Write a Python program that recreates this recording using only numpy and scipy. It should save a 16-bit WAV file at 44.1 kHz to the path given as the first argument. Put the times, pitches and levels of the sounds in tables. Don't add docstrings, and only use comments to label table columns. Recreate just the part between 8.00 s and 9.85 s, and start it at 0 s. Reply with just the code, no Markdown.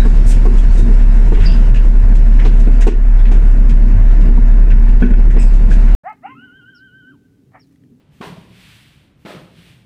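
import sys
import numpy as np
from scipy import signal
from scipy.fft import rfft, irfft
from scipy.io import wavfile
from scipy.ndimage import uniform_filter1d

SR = 44100
rng = np.random.default_rng(int(sys.argv[2]) if len(sys.argv) > 2 else 0)


def volts_from_decibels(level):
    exponent = np.asarray(level, float) / 20
    return 10 ** exponent


def to_wav(s):
    ch = np.atleast_2d(s).T
    pcm = np.round(np.clip(ch, -1, 1) * 32767)
    wavfile.write(sys.argv[1], SR, pcm.astype(np.int16))


N = 81585
OCTAVES_HZ = 28 * 2. ** np.arange(10)


def read_curve(points, hz):
    p = np.array(points, float)
    return np.interp(np.log(np.maximum(hz, 1)), np.log(p[:, 0]), p[:, 1])


def colour(x, points):
    size = 4096
    gain = volts_from_decibels(read_curve(points, np.fft.rfftfreq(size, 1 / SR)))
    cepstrum = irfft(np.log(gain))
    cepstrum[1:size // 2] *= 2
    cepstrum[size // 2 + 1:] = 0
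    h = irfft(np.exp(rfft(cepstrum)))[:size // 2]
    return signal.fftconvolve(x, h / np.sqrt(np.sum(h ** 2)))[:len(x)]


def band(x, hz, octaves):
    low_hz = hz * 2 ** (-octaves / 2)
    high_hz = min(hz * 2 ** (octaves / 2), SR * 9 / 20)
    return signal.sosfilt(signal.butter(2, [low_hz, high_hz], "band", fs=SR, output="sos"), x)


def grains(per_s, scatter_db):
    chance, sign, size = rng.random((3, N))
    x = (chance < per_s / SR) * np.sign(sign - .5) * volts_from_decibels(-scatter_db * np.log(1 - size))
    return x / np.sqrt(np.mean(x ** 2))


def walk(rate_hz):
    hold = int(SR / rate_hz)
    steps = rng.standard_normal(N)[np.arange(N) // hold]
    return 0.77 * uniform_filter1d(uniform_filter1d(steps, hold), hold)


def hall():
    level_db, flicker_db = -53, -1.5
    # hz, density_db
    rumble = [(25, -29), (45, -3.5), (120, -2), (190, -6), (290, -10.5), (430, -21), (3000, -35),
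              (15000, -66)]
    out = np.zeros(N)
    for hz in OCTAVES_HZ:
        noise = band(colour(rng.standard_normal(N), rumble), hz, 1)
        out += volts_from_decibels(flicker_db * walk(7.9)) * noise
    return volts_from_decibels(level_db) * out


def room(x, t):
    level_db, delay_s = -11.5, 0.027
    # band_hz, t60_s
    decays = [(125, 1.74), (350, 1.075), (1000, 0.72), (2800, 0.47), (8000, 0.62)]
    u = np.maximum(t - delay_s, 0)
    tail = np.zeros(N)
    for hz, t60_s in decays:
        tail += band(rng.standard_normal(N), hz, 1.71) * volts_from_decibels(-60 * u / t60_s)
    tail *= np.clip(t / delay_s, 0, 1) ** 2
    return signal.fftconvolve(x, tail / np.sqrt(np.sum(tail ** 2)))[:N] * volts_from_decibels(level_db)


def falls(t):
    # start_s, level_db, rise_s, length_s
    drops = [
        (0.104, -63.5, 0.038, 0.14),
        (1.151, -65.5, 0.068, 0.15),
    ]
    # hz, density_db
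    air = [(800, -6), (2500, 7), (5000, -4), (9000, -6), (15000, -9)]
    gain = np.zeros(N)
    for start_s, level_db, rise_s, length_s in drops:
        rise = np.clip((t - start_s) / rise_s, 0, 1)
        gain += volts_from_decibels(level_db) * rise * volts_from_decibels(-200 * np.maximum(t - start_s - length_s, 0))
    return gain * colour(rng.standard_normal(N), air)


def brush(t):
    level_db, flicker_db, octave_flicker_db = 10.5, -0.6, 0.37
    bristles_per_s, scatter_db = 9000, 1
    # time_s, level_db
    slide = np.array([(0, -78), (.06, -84.5), (.2, -75), (.40, -68), (.485, -70.5), (.53, -66.5),
                      (.61, -60), (.72, -59.5), (.8, -62.5), (.96, -67.5), (1.05, -72), (1.135, -81.5),
                      (1.4, -91), (1.5, -80), (1.585, -64.5), (1.701, -63.5), (1.76, -67.5), (1.85, -75.5)])
    # start_s, level_db, swell_s, t60_s
    crushes = [
        (0.207, -54.5, 0.066, 0.35),
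        (1.249, -55, 0.063, 0.64),
    ]
    # hz, density_db
    turf = [(600, -18.5), (1500, -4.5), (2600, 0.5), (3600, -2.5), (5500, -13), (6800, -17.5), (8500, -14),
            (15000, -23)]
    gain = volts_from_decibels(np.interp(t, slide[:, 0], slide[:, 1]))
    for start_s, crush_db, swell_s, t60_s in crushes:
        swell = np.clip((t - start_s) / swell_s, 0, 1) ** .45
        gain = gain + volts_from_decibels(crush_db) * swell * volts_from_decibels(-60 * np.maximum(t - start_s - swell_s, 0) / t60_s)
    shared_db = level_db + flicker_db * walk(11.35)
    out = np.zeros(N)
    for hz in OCTAVES_HZ[4:]:
        bristles = band(colour(grains(bristles_per_s, scatter_db), turf), hz, 1)
        out += volts_from_decibels(shared_db + octave_flicker_db * walk(22)) * bristles
    return gain * out


def thuds(t):
    # start_s, peak_db, pitch_hz, rise_s, t60_s
    landings = [(.2035, -26.5, 194, .003, 0.033), (.2095, -21.5, 260, .0015, 0.015),
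                (.270, -28.5, 169, 0.0052, 0.048), (0.2972, -28.5, 178.6, 0.0074, 0.073),
                (0.318, -27.5, 164, 0.01, 0.074), (.364, -43, 650, 0.0075, 0.077),
                (0.376, -30.5, 182, 0.0071, 0.087), (.435, -45.5, 324, 0.0099, 0.054),
                (.50, -41, 114.3, 0.017, 0.11), (.67, -44, 113.2, 0.03, .15),
                (.895, -51.5, 64.7, 0.016, 0.21), (.955, -45.5, 143, 0.019, 0.12),
                (1.2495, -26, 190, 0.0032, 0.028), (1.2565, -24, 262, .002, 0.013),
                (1.302, -33, 633, 0.006, 0.014), (1.3465, -30, 193, 0.0064, 0.051),
                (1.367, -29, 150.3, 0.0029, 0.072), (1.425, -35, 167, .01, 0.075),
                (1.568, -39, 172.8, 0.018, 0.25), (1.819, -49, 90, 0.0061, 0.21),
                (0.083, -44, 146.6, .015, .2), (1.415, -37.5, 335, 0.0052, 0.027),
                (1.695, -43.5, 132, .01, 0.19), (1.785, -44, 114, 0.004, 0.11)]
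    out = np.zeros(N)
    for start_s, peak_db, pitch_hz, rise_s, t60_s in landings:
        u = np.maximum(t - start_s, 0)
        rise = np.sin(np.pi / 2 * np.minimum(u / rise_s, 1)) ** 2
        env = rise * volts_from_decibels(-60 * np.maximum(u - rise_s, 0) / t60_s)
        out += volts_from_decibels(peak_db) * env * np.sin(2 * np.pi * pitch_hz * u)
    return out


def slaps(t):
    slaps_per_s, scatter_db = 2700, 2.2
    attack_s, treble_fade_ratio = 0.0025, 0.79
    body_db, body_octaves = -5, 0.39
    # start_s, level_db, lay_s, t60_s, body_hz
    slams = [
        (0.2105, -34.5, 0.027, 0.49, 985),
        (1.2498, -40, .004, 0.15, 398),
        (1.257, -39.5, 0.064, 0.48, 614),
        (1.346, -47, 0.014, 0.3, 500),
    ]
    # hz, density_db
    rope = [(120, -17), (250, 1.5), (450, 0.5), (700, -7), (1050, -5.5), (1800, -9.5), (4200, -18),
            (7000, -32.5)]
    octaves = []
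    for hz in 160 * 2. ** np.arange(6):
        octaves.append(band(colour(grains(slaps_per_s, scatter_db), rope), hz, 1))
    low, high = sum(octaves[:3]), sum(octaves[3:])
    out = np.zeros(N)
    for start_s, level_db, lay_s, t60_s, body_hz in slams:
        body = band(grains(slaps_per_s, scatter_db), body_hz, body_octaves)
        body = volts_from_decibels(body_db) * body / np.std(body)
        rise = np.clip((t - start_s) / attack_s, 0, 1) * volts_from_decibels(level_db)
        after = np.maximum(t - start_s - lay_s, 0)
        low_fade = volts_from_decibels(-60 * after / t60_s)
        high_fade = volts_from_decibels(-60 * after / (t60_s * treble_fade_ratio))
        out += rise * (low * low_fade + (high + body) * high_fade)
    return out


def scene():
    t = np.arange(N) / SR
    slap, thud = slaps(t), thuds(t)
    ringing = room(slap + volts_from_decibels(-2) * thud, t)
    return (slap + thud + ringing + brush(t) + falls(t) + hall())[None]


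def low_pass(x):
    return signal.sosfilt(signal.butter(12, 15990, fs=SR, output="sos"), x)


def record(dry):
    top_hz = 15330
    # hz, gain_db
    mic = [(11000, 0), (13000, 0), (14800, 3), (15300, 2)]
    hz = np.fft.rfftfreq(N, 1 / SR)
    response = volts_from_decibels(read_curve(mic, hz)) * (hz < top_hz)
    mix = irfft(rfft(dry) * response, N)
    return low_pass(mix)


dry = scene()
out = record(dry)
to_wav(out)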